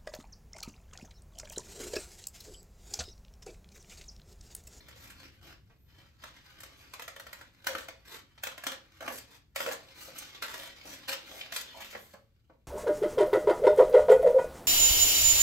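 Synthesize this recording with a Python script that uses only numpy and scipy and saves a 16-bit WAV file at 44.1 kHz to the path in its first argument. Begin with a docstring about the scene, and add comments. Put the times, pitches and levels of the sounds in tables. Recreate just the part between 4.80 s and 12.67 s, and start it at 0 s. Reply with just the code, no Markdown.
"""Paper first slides and rustles with a few faint snaps; then scissors cut through a paper bag and a sheet
held together, over a wooden table in a small room. Each closing of the blades is a crunch of random fibre
fractures in clumps, with sharp snaps, short fracture bursts, where the stack gives way. Between cuts the
sheets rub, as dense grains under arched gains; at the end the offcut drops and the paper flaps, as
band-limited bursts. Resonances, room reflections and a low rumble surround it all."""
import sys
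import numpy as np
from scipy import signal
from scipy.fft import rfft, irfft, next_fast_len
from scipy.io import wavfile
from scipy.ndimage import uniform_filter1d

SR = 44100
rng = np.random.default_rng(int(sys.argv[2]) if len(sys.argv) > 2 else 0)


def unload_wav(signal):
    """Save mono or channel-first audio to the path in sys.argv[1] as 16-bit WAV at rate SR, clipped to [-1, 1]."""
    wavfile.write(
        sys.argv[1],
        SR,
        np.round(np.clip(np.atleast_2d(signal).T, -1, 1) * 32767).astype(np.int16),
    )


N = 347067
TIME = np.arange(N) / SR


def cuts(fade_s=0.003):
    """Progressive fracture: the crossing point of the blades ploughs on, breaking fibres in clumps."""
    # blades closing through paper: start t/s, end t/s, relative early level/dB, relative late level/dB,
    # sheet boom/dB, crispness/dB
    closings = [(2.19, 2.627, -76, -59, 4.5, 1.5), (2.868, 3.053, -41, -48.5, -4, 1.5),
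                (3.651, 3.731, -61, -47.5, -13, -3), (3.765, 3.88, -65, -46, -7, -9.5),
                (3.876, 3.955, -40, -49, -3, -4), (4.211, 4.269, -41, -42, 7.5, -3),
                (4.282, 4.39, -51, -45.5, -4, 13), (4.763, 4.941, -43, -39, -3, 4),
                (5.62, 5.672, -36.5, -36, -1.5, 1), (5.679, 5.886, -42, -46.5, 3, 4.5),
                (6.276, 6.344, -35.5, -34.5, -0.5, 3.5), (6.729, 6.818, -44.5, -39, -9, 9.5)]
    out = np.zeros(N)
    t = np.arange(SR // 2) / SR
    for start, end, early_db, late_db, boom_db, crisp_db in closings:
        crunch = fibres(len(t), per_s=2800, spread_db=4.0) * clumps(len(t), per_s=260, depth_db=4.5)
        gate = np.clip(t / fade_s, 0, 1) * np.clip((end - start - t) / fade_s, 0, 1)
        level = gain_of(np.interp(t, [0, end - start], [early_db, late_db]))
        add(out, start, voiced(crunch, boom_db, crisp_db) * gate * level)
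    return gain_of(-4.0) * out


def snaps(count=4096, lead_size=512, build_s=0.0045):
    """Sudden release of strain: fibres start to fail under the blades, then a whole bundle parts at once."""
    # the stack gives way: t/s, relative level/dB, relative brightness/dB
    releases = [(0.084, -50.5, 4), (1.437, -42, -3), (1.803, -49, 8), (1.833, -45.5, 4.5), (2.136, -40, 1),
                (2.195, -40, -1.5), (2.22, -42, 3.5), (2.279, -39.5, 1), (2.362, -44.5, -2.5),
                (2.397, -43.5, 2.5), (2.466, -44.5, -4), (2.529, -41, 1.5), (2.611, -46.5, -4),
                (2.843, -47.5, 1), (2.8686, -27.5, 2), (2.95, -34.5, -6.5), (2.982, -40, 0),
                (3.084, -39.5, -2.5), (3.635, -32, 5.5), (3.669, -34, 0), (3.778, -41.5, -1),
                (3.837, -39, 1.5), (3.867, -27.5, 1), (3.918, -37.5, -0.5), (4.206, -42, -5.5),
                (4.278, -32.5, -7), (4.76, -30.5, 2.5), (4.803, -31.5, -2), (4.862, -34.5, -4),
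                (4.887, -37, -2), (4.913, -36, -3), (5.383, -53, 21.5), (5.623, -32.5, 1),
                (5.741, -40.5, 3.5), (6.291, -32, 3.5), (6.722, -36, 1.5), (6.762, -33, 7)]
    typical_s, typical_db, halving_db = 0.0033, -36, 21  # decay time at a typical level; harder snaps are shorter
    boom_per_bright, crisp_per_bright = -0.84, 1  # a bright snap has less sheet boom, more fine fibre (dB per dB)
    out = np.zeros(N)
    for s, db, bright_db in releases:
        decay_s = typical_s * 0.5 ** ((db - typical_db) / halving_db)
        snap = np.roll(burst(decay_s, rise_s=0.0011, count=count), lead_size)
        swell = np.exp(np.arange(-lead_size, 0) / SR / build_s)
        strain = fibres(lead_size, per_s=18000, spread_db=4.5) * swell
        snap[:lead_size] += gain_of(-23.0) * strain
        snap = voiced(snap, boom_per_bright * bright_db - 0.7, crisp_per_bright * bright_db - 0.3)
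        snap = snap * np.sqrt(SR / 100 / count)  # from rms over the whole window to rms over 10 ms
        add(out, s - lead_size / SR, gain_of(db) * snap)
    return gain_of(-0.5) * out


def burst(decay_s, rise_s, count):
    """Fracture cascade: a run of breaks that builds quickly and dies away exponentially."""
    t = np.arange(count) / SR
    envelope = (1 - np.exp(-t / rise_s)) * np.exp(-t / decay_s)
    return fibres(count, per_s=14000, spread_db=2.0) * envelope


def fibres(count, per_s, spread_db):
    """Random impulse train: tiny fractures at random moments, most small and a few large."""
    broken = rng.random(count) < per_s / SR
    size = np.minimum(rng.exponential(1, count), 4)
    sign = rng.choice([-1., 1.], count)
    return evened(sign * broken * gain_of(spread_db * size))


def clumps(count, per_s, depth_db):
    """Stick-slip: uneven catching and slipping modulates the sound as a wandering gain."""
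    knots = rng.standard_normal(4096)
    wander = np.interp(np.arange(count) * per_s / SR, np.arange(len(knots)), knots)
    return evened(gain_of(depth_db * wander))


def voiced(x, boom_db, crisp_db, boom_hz=900, crisp_hz=5000):
    """Band weighting: the low band (the sheet as a soundboard) and the top (fine fibres) against the middle."""
    hz, z = np.fft.rfftfreq(len(x), 1 / SR), rfft(x)
    low = 1 / (1 + (hz / boom_hz) ** 6)
    below_top = 1 / (1 + (hz / crisp_hz) ** 6)
    out = 0
    for band, db in [(low, boom_db), (below_top - low, 0), (1 - below_top, crisp_db)]:
        share = np.sqrt(np.mean(band))  # wider bands carry more
        out = out + gain_of(db) * share * evened(irfft(z * band, len(x)))
    return out


def rustle():
    """Friction noise: sliding strokes swell and fade over the faint rubbing of the held sheets."""
    # the sheets are shifted, or the open blades slide on to the next bite:
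    # start t/s, length/s, relative level/dB, crispness/dB
    strokes = [(0.132, 0.24, -52, -1.5), (0.347, 0.15, -50.5, -10), (0.607, 0.14, -48, -8),
               (1.046, 0.28, -57, -12), (1.377, 0.15, -50, -12), (1.961, 0.092, -66, 7),
               (3.246, 0.16, -41, -4.1), (4.498, 0.08, -51, -3.5), (5.137, 0.18, -51, 4),
               (5.321, 0.2, -45.5, -3), (6.032, .17, -47, 3), (6.453, 0.18, -52.5, 6.3),
               (6.899, 0.32, -49.5, 0), (7.139, 0.23, -56.5, -1.5)]
    # the held sheets rub faintly all along: t/s, relative level/dB
    holding = [(0, -53.5), (0.55, -63), (1.02, -78.5), (1.34, -69), (1.55, -55), (2.1, -55.5), (3.42, -67),
               (3.5, -65.5), (4.45, -55), (4.7, -81), (4.95, -52.5), (6.9, -49), (7.3, -77.5), (7.45, -77),
               (7.86, -82)]
    # colour of sliding paper: f/Hz, relative level/dB
    slide_colour = [(100, -9.5), (300, 2), (600, -6.5), (1000, -3.5), (1900, -2.5), (4000, -4),
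                    (6000, -4.5), (9000, -7), (13500, -7.5), (15500, -13.5)]
    held = rubbing(next_fast_len(N), boom_db=-3, crisp_db=-10.5)[:N]  # slow rubbing is dull
    out = gain_of(np.interp(TIME, *np.transpose(holding)) - 2.0) * held
    t = np.arange(SR // 2) / SR
    for start, length, db, crisp_db in strokes:
        speed = np.sin(np.pi * np.minimum(t / length, 1)) ** 0.87  # speeds up and slows down in one arch
        add(out, start, gain_of(db - 2.3) * speed * rubbing(len(t), -3, crisp_db))
    return coloured(out, slide_colour)


def rubbing(count, boom_db, crisp_db):
    """Asperity contact: paper rubbing on paper gives a fine, dense grain."""
    grain = fibres(count, per_s=11000, spread_db=3.0) * clumps(count, per_s=140, depth_db=4.5)
    creases = fibres(count, per_s=45, spread_db=5.0)  # tick now and then
    return voiced(grain + gain_of(-10.5) * creases, boom_db, crisp_db)


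def flexes(count=16384):
    """Panel buckling: paper gives way with a hollow puff, a crackle or a thin scrape, each in one band."""
    # the loose sheets buckle, scrape or land:
    # t/s, relative energy level/dB, low edge f/Hz, high edge f/Hz, decay time/s
    bucklings = [(0.895, -58, 293, 2310, 0.014), (0.98, -65, 13000, 13900, 0.087),
                 (2.873, -35.5, 483, 660, 0.038), (3.577, -50, 704, 4100, 0.006),
                 (4.22, -48, 205, 328, 0.077), (4.302, -40, 444, 673, 0.014), (4.798, -43, 232, 403, 0.052),
                 (4.864, -32, 475, 665, 0.01), (5.28, -48, 472, 690, 0.0027),
                 (6.04, -43.5, 201, 720, 0.042), (6.476, -44, 455, 810, 0.089),
                 (6.61, -35, 2260, 3900, 0.0036), (6.936, -42.5, 590, 1000, .04),
                 (7.017, -41, 1900, 3140, .012), (7.124, -42.5, 400, 3030, 0.012),
                 (7.149, -36.5, 227, 1860, 0.0041), (7.172, -48.5, 7500, 15100, 0.064),
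                 (7.335, -46, 195, 1400, 0.009), (7.696, -53, 260, 985, 0.0075)]
    out = np.zeros(N)
    for s, db, low_hz, high_hz, decay_s in bucklings:
        band = signal.butter(2, [low_hz, high_hz], "bandpass", fs=SR, output="sos")
        puff = signal.sosfilt(band, burst(decay_s, decay_s / 2, count))
        puff = puff / np.linalg.norm(puff) * np.sqrt(SR / 100)  # the energy of 10 ms at rms 1
        add(out, s, gain_of(db) * puff)
    return gain_of(-2.0) * out


def bending(x, depth_db, hz_size=4, time_size=14):
    """Time-varying resonance: the sheets bend, so their broad resonances come and go."""
    z = signal.stft(x, SR, nperseg=512, noverlap=384)[2]
    patches = rng.standard_normal(z.shape)
    for size, axis in [(hz_size, 0), (time_size, 1)] * 2:  # smoothed twice, in bins and frames
        patches = uniform_filter1d(patches, size, axis)
    gain = evened(gain_of(depth_db * evened(patches)))
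    return signal.istft(z * gain, SR, nperseg=512, noverlap=384)[1][:N]


def rasping(x, start_s=5.3, low_hz=2500, high_hz=4800, rasp_db=-4.5):
    """Band emphasis: near the end of the cut the strip hangs almost free, and the paper rasps higher."""
    band = signal.butter(1, [low_hz, high_hz], "bandpass", fs=SR, output="sos")
    rasp = signal.sosfilt(band, x)
    onset = np.clip((TIME - start_s) * 10, 0, 1)  # fades in over 0.1 s
    return x + onset * (gain_of(rasp_db) * rasp - 0.15 * x)


def ringing(x):
    """Modal decay: narrow resonances, set going by the paper sound, ring on briefly as damped cosines."""
    # resonances that the paper sound sets ringing: f/Hz, relative level/dB, t60/s
    modes = [(544.8, 8.5, 0.15), (657, -7.5, 0.2), (970, -13, 0.34), (1142, 4, 0.2), (1370, -7.5, 0.18),
             (1678, -12.5, 0.43), (1960, -22.5, 0.28), (2230, -3, 0.24), (2640, -11, 0.27),
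             (2700, -9.5, 0.27)]
    t = np.arange(SR // 2) / SR
    response = 0
    for hz, db, t60 in modes:
        damping = np.log(1000) / t60
        mode = np.exp(-damping * t) * np.cos(2 * np.pi * hz * t)
        response = response + gain_of(db) * 2 * damping / SR * mode  # equal peak gain before the level
    return signal.oaconvolve(x, response)[:N]


def moving_room(x, near_db, tail_db, count=7):
    """Varying impulse response: the paper keeps moving, so the reflections change from place to place."""
    place = (TIME * 6) % count  # six places a second, in a circle
    out = 0
    for k in range(count):
        offset = (place - k + count / 2) % count - count / 2
        crossfade = np.cos(np.pi / 2 * np.clip(offset, -1, 1))
        out = out + room(x * crossfade, near_db, tail_db)
    return out


def room(x, near_db, tail_db, near_decay_s=0.0031):
    """Reverberation: quick reflections from table, sheets and window, then the tail of the room."""
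    # reverberation time: f/Hz, t60/s
    room_decay = [(250, 0.45), (1000, 0.27), (4600, 0.31), (12000, 0.16)]
    t = np.arange(SR // 2) / SR
    sign = rng.choice([-1., 1.], (2, len(t)))
    near, far = sign * (rng.random((2, len(t))) < 1 / 8)  # sparse echoes
    near = near * (t > 0.001) * np.exp(-t / near_decay_s)
    hz, age, z = signal.stft(far * np.clip(t / 0.0058, 0, 1), SR, nperseg=256)
    decay = gain_of(-60 * age / read(room_decay, hz)[:, None])
    tail = signal.istft(z * decay, SR, nperseg=256)[1][:len(t)]
    response = gain_of(near_db) * near / np.linalg.norm(near) + gain_of(tail_db) * tail / np.linalg.norm(tail)
    return signal.oaconvolve(x, response)[:N]


def rumble():
    """Filtered noise: the low background of the house, under a slowly changing level."""
    # colour of the rumble: f/Hz, relative level/dB
    rumble_colour = [(20, -19.5), (38, -11), (62, -1.5), (85, -4), (120, -6.5), (170, -15), (500, -31.5),
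                     (1500, -46)]
    # course of the rumble: t/s, relative level/dB
    rumble_course = [(0, -58), (1.3, -62.5), (2.1, -64.5), (2.6, -65), (6.2, -65.5), (7.6, -67.5)]
    level = gain_of(np.interp(TIME, *np.transpose(rumble_course)))
    return level * evened(coloured(rng.standard_normal(N), rumble_colour, size=16384))


def ports(common, apart):
    """Partial coherence: two close microphones share one part of the field, the other has opposite signs."""
    # the microphone pair: f/Hz, left-right likeness (-), left phase lead/rad, left minus right gain/dB
    pair = [(60, 0.88, 0, 1.5), (200, 0.85, -0.53, .5), (540, 0.55, -.5, -1.5), (967, 0.1, 0.5, -1),
            (1980, 0.3, -0.6, -1), (2940, 0.16, -2, 0), (5160, 0, -7.5, 3), (6540, 0.3, -5.5, 1.5),
            (7920, 0.5, -5, -1), (9250, .995, -3.25, 0), (10050, .995, -3.05, 0), (11200, .77, -1.7, 0),
            (12800, .98, -.1, 0), (13600, .98, .1, 0), (15800, .65, 2.5, 4)]
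    hz = np.fft.rfftfreq(2 * SR * 4, 1 / SR)
    f, *columns = np.transpose(pair)
    likeness, phase, balance_db = (np.interp(hz, f, column) for column in columns)
    likeness, count = np.clip(likeness, 0, 1), 2 * (len(hz) - 1)
    same = np.sqrt((1 + likeness) / 2) * rfft(common, count)
    opposite = np.sqrt((1 - likeness) / 2) * rfft(apart, count)
    turn = np.exp(0.5j * phase) * gain_of(balance_db / 2)  # half on each side
    return irfft(np.array([(same + opposite) * turn, (same - opposite) / turn]), count)[:, :N]


def coloured(x, colour, size=4096):
    """Minimum-phase filtering: a causal filter with the given spectrum; white noise keeps its level."""
    gain = evened(gain_of(read(colour, abs(np.fft.fftfreq(size, 1 / SR)))))
    response = np.fft.ifft(np.exp(np.conj(signal.hilbert(np.log(gain))))).real
    return signal.oaconvolve(x, response[:size // 2])[:len(x)]


def read(points, hz):
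    """Logarithmic frequency scale: joins (f/Hz, value) points by straight lines on it."""
    f, value = np.transpose(points)
    return np.interp(np.log(hz + 1), np.log(f + 1), value)


def gain_of(db):
    """Level law: decibels to amplitude."""
    return 10 ** (np.asarray(db) / 20)


def evened(x):
    """Power normalisation: scales to rms 1."""
    return x / np.sqrt(np.mean(x ** 2) + 1e-20)


def add(mix, s, sound):
    """Superposition: mixes a sound in at time s."""
    part = mix[max(round(s * SR), 0):][:len(sound)]
    part += sound[:len(part)]


def scene():
    """Superposition of cutting, rustling and flexing paper, its resonances, the room and the rumble."""
    # colour of breaking fibres: f/Hz, relative level/dB
    crack_colour = [(100, -38.5), (250, -11), (380, -12.5), (530, -4), (800, -7), (1200, -3.5), (1750, -1),
                    (2300, -7), (2900, -5.5), (5000, -12), (8000, -13.5), (12500, -15.5), (15000, -19.5)]
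    cutting = coloured(snaps() + bending(cuts(), depth_db=2.0), crack_colour)
    paper = rasping(cutting + bending(rustle(), depth_db=2.0)) + flexes()
    paper = paper + gain_of(-3.5) * ringing(paper)
    common = gain_of(-2.0) * paper + moving_room(paper, near_db=-6.5, tail_db=-5.0)
    apart = moving_room(paper, near_db=-4.0, tail_db=-4.5)
    return ports(common + rumble(), apart + rumble())


def record(dry, edge_hz=15800):
    """Band limitation: a linear-phase low-pass removes the highest treble."""
    low_pass = signal.firwin(255, edge_hz, window=("kaiser", 8), fs=SR)
    return signal.oaconvolve(dry, low_pass[None], "same")


dry = scene()
out = record(dry)
unload_wav(out)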